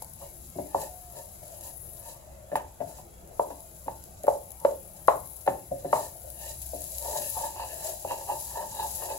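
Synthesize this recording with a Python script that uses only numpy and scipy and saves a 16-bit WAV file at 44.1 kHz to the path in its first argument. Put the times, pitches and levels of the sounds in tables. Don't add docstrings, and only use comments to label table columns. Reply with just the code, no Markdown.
import sys
import numpy as np
from scipy import signal
from scipy.fft import rfft, irfft
from scipy.io import wavfile
from scipy.ndimage import uniform_filter1d

SR = 44100
rng = np.random.default_rng(int(sys.argv[2]) if len(sys.argv) > 2 else 0)


def output_pcm(signal):
    pcm = np.clip(np.atleast_2d(signal).T, -1, 1) * 32767
    wavfile.write(sys.argv[1], SR, np.round(pcm).astype(np.int16))


N = 404838


def gain_of(db):
    return 10 ** (np.asarray(db) / 20)


def evened(x):
    return x / np.sqrt(np.mean(x ** 2) + 1e-20)


def read(hz, f, value):
    return np.interp(np.log(hz + 1), np.log(np.asarray(f) + 1), value)


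def follow(rows):
    s, level_db, *rest = np.transpose(rows)
    t = np.arange(N) / SR
    level = np.interp(t, s, level_db, -200, -200)
    return [level] + [np.interp(t, s, column) for column in rest]


def grains(per_s, spread_db, length_ms):
    size = gain_of(spread_db * np.minimum(rng.exponential(1, N), 5))
    starts = rng.random(N) < per_s / SR
    decay = np.exp(-1000 / (SR * length_ms))
    return evened(signal.lfilter([1], [1, -decay], size * starts))


def fuzzy(hz, width_hz, steady):
    r = np.exp(-np.pi * width_hz / SR)
    noise = rng.standard_normal(N) + 1j * rng.standard_normal(N)
    slow = signal.lfilter([1], [1, -2 * r, r * r], noise)
    slow = slow / (abs(slow) + 1e-9) ** np.clip(steady, 0, 1)
    phase = 2 * np.pi * np.cumsum(hz * np.ones(N)) / SR
    return evened((slow * np.exp(1j * phase)).real)


# (frequency [Hz], level [dB per Hz])
ROAR = [(20, -45), (36, 0), (52, -2.5), (80, 2.5), (120, -7), (140, -3), (306, -21.5), (342, -8),
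        (398, -19), (552, -12.5), (657, -6.5), (993, -22), (4000, -36), (5200, -93), (8800, -120)]
# (frequency [Hz], left-right correlation [-1 to 1])
LIKENESS = [(60, 0.91), (180, 0.82), (550, 0.24), (1650, -0.37), (4970, 0.79), (15000, -0.13)]
# (frequency [Hz], width [Hz], level [dB against the flame])
FLUTTER = [(63.5, 6.4, 1.5), (116.5, 8.2, -10.5)]
# (time [s], level [dB])
FLAME = [(0, -57.5), (3.2, -60), (6.2, -57.5), (6.5, -47.5), (7.0, -55.5), (9.18, -56.5)]
ROAR_DB, PATCH_DB = -51.5, 3.35


def burner():
    frames, hz = N // 512 + 5, np.fft.rfftfreq(2048, 1 / SR)
    a, b, c, d, patches = rng.standard_normal((frames, 1025, 5)).T
    patches = uniform_filter1d(patches, size=8, axis=0)
    patches = evened(uniform_filter1d(patches, size=10, axis=1))
    same = np.clip(read(hz, *np.transpose(LIKENESS)), -1, 1)[:, None]
    left, other = a + 1j * b, c + 1j * d
    z = np.array([left, same * left + np.sqrt(1 - same ** 2) * other])
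    drift_db = PATCH_DB * patches * np.clip(hz / 250, 0, 1)[:, None]
    z *= gain_of(read(hz, *np.transpose(ROAR))[:, None] + drift_db)
    roar = gain_of(ROAR_DB) * evened(signal.istft(z, nperseg=2048, noverlap=1536)[1][:, :N])
    lines = sum(gain_of(db) * fuzzy(f, width, 0.15) for f, width, db in FLUTTER)
    flutter = gain_of(follow(FLAME)[0]) * lines
    return (roar + flutter) * gain_of([[.7], [-.7]])


# (time [s], frequency [Hz], level [dB])
TONE = [(.86, 736, -66), (.9, 728, -50.5), (1.05, 724, -56), (1.115, 697, -53), (1.135, 708, -79)]


def tone():
    s, hz, db = np.transpose(TONE)
    level_db = follow(np.transpose([s, db]))[0]
    return gain_of(level_db) * fuzzy(np.interp(np.arange(N) / SR, s, hz), 6.0, .85)


# (frequency [Hz], time to fall 60 dB [s])
KITCHEN = [(200, 0.5), (530, 0.35), (1400, 0.27), (5000, 0.28)]


def kitchen(x):
    taps = np.zeros((3, 2, SR // 2))
    slots = np.arange(260, SR // 2 - 20, 20)
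    at = slots + rng.integers(0, 20, (3, 2, (SR // 2 - 261) // 20))
    np.put_along_axis(taps, at, rng.choice([-1., 1.], at.shape), 2)
    taps[:, 1] = .6 * taps[:, 0] + .8 * taps[:, 1]
    hz, t, z = signal.stft(taps, SR, nperseg=256)
    t60 = read(hz, *np.transpose(KITCHEN))[:, None]
    tail = signal.istft(z * gain_of(-60 * t / t60), SR, nperseg=256)[1]
    tail = tail * np.sqrt(3) / np.linalg.norm(tail[:, 0])
    offset = np.arange(3)[:, None, None] / 3
    turn = np.sqrt(2 / 3) * np.cos(np.pi * (np.arange(N) / SR * 1.3 + offset))
    return signal.fftconvolve(x * turn, tail, axes=2).sum(0)[:, :N]


def stroke(contact_s, build_s, hold_s, entry_db, db_per_s):
    t = np.arange(N) / SR - contact_s
    build_db = np.minimum(entry_db * -t / max(build_s, .005), 0)
    return build_db - db_per_s * np.maximum(t - hold_s, 0)


# (time [s], level of the fine fizz [dB], coarser fizz [dB against the fine])
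FRY = [(0, -51.5, -7), (1.55, -50, -7), (1.81, -45, -14.5), (2.12, -50, -7), (2.22, -59.5, -2.5),
       (3.3, -58.5, -4.5), (3.4, -52, -5.5), (4.0, -52, -7), (4.19, -57.5, -1), (4.26, -50.5, -9.5),
       (5.0, -50.5, -8.5), (5.3, -45, -13), (5.7, -52, -7), (6.15, -49, -9.5), (6.93, -41.5, -5),
       (7.33, -36.5, -5.5), (7.56, -48.5, -2), (7.75, -42.5, -4), (8.15, -47.5, -3), (8.41, -39, -5.5),
       (8.65, -45.5, -3), (8.95, -38.5, -4.5), (9.18, -44, -4)]
# (time [s], relative peak level [dB], decay [ms])
SPITS = [(0.021, -29.5, 4.2), (0.0457, -30, 0.95), (0.135, -32, 1.3), (1.6095, -32, 1.3),
         (2.556, -31.5, 11), (3.275, -39, 1.5), (3.605, -34, 0.8), (4.0393, -28, 0.86), (4.2347, -27, 1.3),
         (4.268, -28, 1.7), (4.5054, -30, 1.5), (4.518, -24.5, 1.0), (4.6, -34, 2.2), (5.074, -29, 4.4),
         (5.259, -32, 0.8), (5.274, -32, 0.77), (5.366, -34, 1.5), (5.465, -34, 1.8), (5.766, -47, 1.1),
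         (6.302, -30, 1.4), (6.617, -33.5, 9.1), (6.628, -27, 0.73), (6.66, -35, 8.6), (6.819, -24, 0.73),
         (6.841, -22, 0.7), (6.9834, -22, 2), (7.016, -28, 0.8), (7.025, -23, 0.8), (8.9165, -30, 1.2)]
# (frequency [Hz], left relative level [dB], right relative level [dB])
PORTS = [(1300, -39, -30), (2370, -24, -20.5), (2700, -25.5, -18.5), (3720, -15, -19), (4053, -13, -4),
         (4150, -51, -46.5), (4295, -10, -14), (5630, -13, -8.5), (5830, -11, -12.5), (6720, -8, -2),
         (8020, -8.5, -2), (9100, -13.5, -23.5), (9250, -5, -22), (10120, 6.5, -4), (10850, 13, -12),
         (11860, 4, -11), (13550, 2, -6), (17100, -1, -74)]
SPLIT_HZ = 8900
JOLT_DB, JOLT_DB_PER_S, JOLT_RISE_S = -37.5, 118, 0.016
FLARE_ENTRY_DB, FLARE_DB_PER_S, FLARE_COARSE_DB = -40, 190, -2.5


def frying():
    fine_db, coarse_db = follow(FRY)
    flare = sum(gain_of(db + stroke(*shape, FLARE_ENTRY_DB, FLARE_DB_PER_S))
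                for *shape, _, _, _, db in STROKES)
    t = np.arange(N) / SR
    flare += sum(gain_of(db + JOLT_DB - JOLT_DB_PER_S * abs(t - s)) * np.clip((t - s) / JOLT_RISE_S, 0, 1)
                 for s, db, *_ in KNOCKS)
    fine = np.hypot(gain_of(fine_db), flare)
    coarse = np.hypot(gain_of(fine_db + coarse_db), gain_of(FLARE_COARSE_DB) * flare)

    bursts = grains(110, 3.8, 1.5)
    crackle = 0.93 + 0.48 * grains(790, 4.9, 5.2) + 0.18 * bursts
    rasp = 1.65 + 0.5 * grains(300, 6.2, 7.8) + 0.13 * bursts
    spits = np.zeros(N)
    for s, peak_db, ms in SPITS:
        start = round(s * SR)
        t_ms = np.arange(min(1500, N - start)) * 1000 / SR
        shape = np.exp(-t_ms / max(ms, .3)) * np.minimum(t_ms / 0.27, 1)
        spits[start:][:len(t_ms)] += gain_of(peak_db - 6.5) * shape

    hz = np.fft.rfftfreq(N, 1 / SR)
    f, *port_db = np.transpose(PORTS)
    bass_cut = np.clip(hz / f[0], 0, 1) ** 4
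    colour = gain_of([read(hz, f, p) for p in port_db]) * bass_cut
    noise, out = rng.standard_normal((2, N)), 0
    fine_part = (hz > SPLIT_HZ, fine * evened(crackle))
    coarse_part = (hz <= SPLIT_HZ, coarse * evened(rasp))
    for band, level in (fine_part, coarse_part):
        norm = 2 / np.sqrt(np.mean((colour * band).sum(0) ** 2))
        out = out + irfft(rfft(noise * level) * colour * band * norm, N)
    spit_tilt = gain_of(5.0) * (hz / 11000 + .01) ** -0.3
    return out + irfft(rfft(noise * spits) * colour * spit_tilt, N)


THUD_HZ, THUD_DB, THUD_S = (89, 213.5), -20, 0.047  # band, dB against the deep family, decay


def thuds():
    t = np.arange(N) / SR
    push = sum(gain_of(db + deep_db + THUD_DB) * np.exp(-abs(t - s) / THUD_S) * (t > s)
               for s, db, deep_db, *_ in KNOCKS)
    band = signal.butter(2, THUD_HZ, "band", fs=SR, output="sos")
    rumble = evened(signal.sosfilt(band, rng.standard_normal(N)))
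    return signal.sosfilt(band, push * rumble)


# (frequency [Hz], left relative level [dB], right relative level [dB],
# time to fall 60 dB before the food's damping [s])
PAN = [(280.8, -12, -15.5, 0.17), (379.3, -5, -6, 0.17), (479.5, -8, -10, 0.037), (558, -9, -3.5, 0.16),
       (605.3, 9.5, 2, 0.044), (669.5, 0.5, -17.5, 0.063), (757.5, 0.5, -10.5, 0.1), (820, -2.5, -2, .08),
       (887.8, 8.5, 8.5, 0.041), (957, -3, -10, 0.096), (1043, -1.5, -5.5, 0.03),
       (1148, -13.5, -16.5, 0.029), (1190, 10.5, -14.5, 0.0038), (1290, -23.5, -14, 0.031),
       (1741, 9, 8, 0.04), (1833, -10, 5, 0.04), (1920, -10, -11.5, 0.03), (2723, 35.5, 35.5, 0.03),
       (2960, -12, 30.5, .03), (3954, 39, 27, 0.015), (4580, 35, 28, .015)]
FAMILY_HZ = (340, 430, 700, 1020, 1500, 2400)


def ring(family_db, cycles, damping, chance):
    hz, left_db, right_db, t60 = np.transpose(PAN)[..., None]
    t60 = np.minimum(t60, 55 / hz) / damping
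    t = np.arange(5000) / SR
    family = np.searchsorted(FAMILY_HZ, hz)
    db = np.asarray(family_db)[family] + 2.4 * chance[0]
    turns = hz * (1 + 0.015 * chance[1]) * t
    build = (1 - np.exp(-turns / max(cycles, .05))) ** 2
    modes = gain_of(db - 60 * t / t60) * build * np.sin(2 * np.pi * turns)
    return np.array([(gain_of(port_db) * modes).sum(0) for port_db in (left_db, right_db)])


# (time of full contact [s], build-up [s], hold [s], relative body level [dB],
# wall family [dB, relative to body], bright family [dB, relative to body], flare of the fizz [dB])
STROKES = [(0.203, 0.038, 0.056, -48.5, -6.5, -6, -53), (0.75, 0.041, 0.011, -57, -9, -7, -53),
           (0.816, 0.091, 0.011, -35.5, -3.5, -6, -44.5), (1.159, 0.031, 0.036, -42.5, -9, -8.5, -50),
           (1.433, 0.028, 0.11, -52, -14.5, -10, -58), (1.637, 0.094, 0.054, -53, 0, 0, -49),
           (2.06, 0.072, 0.053, -54.5, -0.5, 2.5, -51), (2.21, 0.26, 0.39, -53, -17, -12, -84),
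           (2.89, 0.1, 0.0058, -46.5, -6.5, -17, -51.5), (2.979, 0.094, 0.0056, -49, -7, -5, -53),
           (4.63, 0.023, 0.0076, -38, -4, -26, -75), (4.95, 0.047, 0.051, -55.5, -6, -28, -75),
           (5.944, 0.13, 0.11, -44.5, -14, -3, -44.5), (6.238, 0.031, 0.044, -48, -18, -18, -75.5),
           (6.419, 0.086, 0.087, -49.5, -4.5, 0.5, -44.5), (6.792, 0.04, 0.16, -52.5, -10, -11.5, -63),
           (7.055, 0.056, 0.094, -34.5, -6.5, -13.5, -43), (7.164, 0.02, 0.0092, -30.5, -12, -10, -43),
           (7.22, 0.029, 0.057, -45, -7, -0.5, -46), (7.369, 0.034, 0.086, -39, 1.5, -7, -43.5),
           (7.445, 0.015, 0.016, -42.5, -1, -3, -51), (7.6, 0.055, 0.032, -42, 4.5, 3, -67),
           (7.71, 0.062, 0.012, -41, -22, -4.5, -77), (7.849, 0.13, 0.046, -38.5, -2, -5, -39.5),
           (8.106, 0.048, 0.019, -31, -3.5, -7.5, -44.5), (8.2, 0.019, 0.01, -41.5, -1.5, -7, -73),
           (8.298, 0.03, 0.012, -29, -4.5, -11, -65), (8.575, 0.1, 0.048, -38, 0, -3.5, -54),
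           (8.795, 0.075, 0.032, -34.5, 0, -3.5, -70), (8.834, 0.015, 0.0061, -41, 2, -28, -42),
           (9.033, 0.063, 0.0065, -31, -5, -10, -49), (9.1, 0.019, 0.02, -28.5, -5, -11.5, -71)]
ENTRY_DB, LIFT_DB_PER_S = -14, 340


def scrapes():
    slips = evened(1.2 + grains(400, 4.2, 3.0)) * rng.standard_normal(N)
    slips = slips / np.sqrt(uniform_filter1d(slips ** 2, size=1100))
    chance = rng.standard_normal((len(STROKES), 2, len(PAN), 1))
    out = np.zeros((2, N + 5000))
    for (*shape, body_db, wall_db, bright_db, _), spot in zip(STROKES, chance):
        level_db = stroke(*shape, ENTRY_DB, LIFT_DB_PER_S)
        a, b = np.flatnonzero(level_db > -50)[[0, -1]]
        family_db = body_db + np.array([-12.0, -12.5, 0, wall_db + 0.5, wall_db - 1.5,
                                        bright_db - 13.5, bright_db - 38.5])
        drive = (gain_of(level_db) * slips)[None, a:b]
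        out[:, a:b + 4999] += signal.fftconvolve(drive, ring(family_db, 1.62, 1.047, spot), axes=1)
    return gain_of(-23.5) * out[:, :N]


# (time [s], relative level [dB],
# then the deep, wall, rim and bright families [dB, relative to body], rattle [0-1])
KNOCKS = [(0.021, -39.5, -29, -7, -13, -22, 0.13), (0.214, -38.5, 3.5, -16.5, -4, -43, 0.81),
          (0.554, -35, 9, -26, -32, -44, 0.62), (0.585, -22, 3, -23.5, -42.5, -35, 0.49),
          (0.746, -20, -5.5, -9, -18, -33, 0.12), (0.753, -20.5, -10, -13, -15, -41, 0.41),
          (1.429, -41, -1, -42, -43, -28, 0.16), (2.516, -23.5, -0.5, -21.5, -20, -25.5, 0.54),
          (2.53, -27, -4, -25, -20, -31, 0.3), (2.555, -28, -6, -0.5, 1, -7, 0.1),
          (2.572, -32, -18, -5, -12, -18, 0.23), (2.803, -21.5, -3.5, -25, -24, -29, 0.6),
          (2.82, -35, -1, -17, -18, -27, 0.12), (2.985, -42, -20, -3, -23, -20, 0.46),
          (3.31, -45, 4, -22, -28, -40, 0.48), (3.395, -14, -21, -13.5, -41, -37, 0.039),
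          (3.503, -30, -7, -11, -13, -26.5, 0.52), (3.857, -33, 2.5, -18, -25, -30, 0.89),
          (3.881, -29.5, -4.5, -5, -12, -21.5, 0.044), (4.239, -25.5, -2, -35, -35, -29, 0.51),
          (4.268, -35, -14, -5, 0, -18, 0.36), (4.28, -11.5, -37, -13, -11.5, -38, 0.041),
          (4.649, -11.5, -14, -15, -12.5, -31.5, 0.03), (5.082, -8, -33, -14, -4.5, -25, 0.033),
          (5.459, -24, -18, -9.5, -9, -20, 0.89), (5.476, -16, -3, -7, -9, -20, 0.082),
          (5.711, -21, 0, -28, -38, -52, 0.82), (5.845, -22.5, 0.5, -21.5, -22, -31, 0.6),
          (5.929, -16, -8, -6.5, -1, -23, 0.26), (5.955, -20, -9.5, -9, -8, -27, 0.76),
          (6.733, -27.5, -3.5, -26, -29, -40, 0.5), (7.052, -40, -17, -17, -24, -30, 0.4),
          (7.162, -39, -14, -1.5, -25, -30, 0.46), (7.21, -35, -2, -21, -27, -23, 0.72),
          (7.368, -37, -6, 0, -12, -31, 0.34), (7.443, -36, -7, -7, -18, -30, 0.3),
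          (7.562, -51, -15, 4, -3, -25, 0.3), (7.596, -42, -15, 4, -10, -27, 0.3),
          (7.637, -42.5, -15, -2, -20, -22, 0.12), (7.732, -43, -12, -10, -15, -29, 0.3),
          (8.048, -28.5, -3, -11, -21, -49, 0.063), (8.109, -28, -12, -9, -21, -18, 0.23),
          (8.289, -32, -20, 1.5, -16, -28, 0.6), (8.571, -33, -9, -9, -12, -27, 0.15),
          (8.795, -33.5, -10, -4, -12, -20, 0.32), (9.021, -36, -17, -8, -4, -25, 0.34),
          (9.087, -35, -12, -6, -8, -25, 0.33)]
SOFT_LOWEST_DB, SOFT_DEEP_DB = 11, -2.5
SOFT_CYCLES = 1.6


def knocks():
    out, t = np.zeros((2, N + 7000)), np.arange(5000) / SR
    chance = rng.standard_normal((len(KNOCKS), 2, len(PAN), 1))
    wood_band = signal.butter(2, [1300, 2700], "band", fs=SR, output="sos")
    crack = signal.sosfilt(wood_band, rng.standard_normal((len(KNOCKS), 1, 5000)))
    crack = crack * np.exp(-t / 0.011) * np.minimum(t / 0.0034, 1)
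    short = t[:2000]
    bumps = rng.standard_normal((len(KNOCKS), 2000)) * np.exp(-short / .01) * np.minimum(short / .005, 1) * .09
    for row, spot, wood, bump in zip(KNOCKS, chance, crack, bumps):
        s, knock_db, deep_db, wall_db, rim_db, bright_db, rattle = row
        lowest_db = deep_db + 3.0 + SOFT_LOWEST_DB * rattle
        family_db = knock_db + np.array([lowest_db, deep_db + 1.5 + SOFT_DEEP_DB * rattle, 6., wall_db + 11.5,
                                         rim_db + 16.0, bright_db + 1.5, bright_db - 30.0])
        rattle = np.clip(rattle, 0, 1)
        force = rattle * bump + (1 - rattle) * (short == 0)
        knock = ring(family_db, 1.005 + SOFT_CYCLES * rattle, 1.64, spot)
        knock = knock + gain_of(family_db[5] + 9.0) * wood
        spread = signal.fftconvolve(knock, force[None], axes=1)
        same_energy = np.linalg.norm(knock) / np.linalg.norm(spread)
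        out[:, round(s * SR):][:, :6999] += spread * same_energy
    return out[:, :N]


def saucepan():
    high = signal.butter(2, 250, "high", fs=SR, output="sos")
    dry = signal.sosfilt(high, knocks() + scrapes())
    dry[1] = np.concatenate([np.zeros(6), dry[1, :-6]])
    return dry + gain_of(-7.0) * kitchen(dry)


def scene():
    return burner() + tone() + frying() + thuds() + saucepan()


EDGE_HZ = 15850


def record(dry):
    lowpass = signal.firwin(1023, EDGE_HZ, window=("kaiser", 9), fs=SR)
    return signal.oaconvolve(dry, lowpass[None], "same")


dry = scene()
out = record(dry)
output_pcm(out)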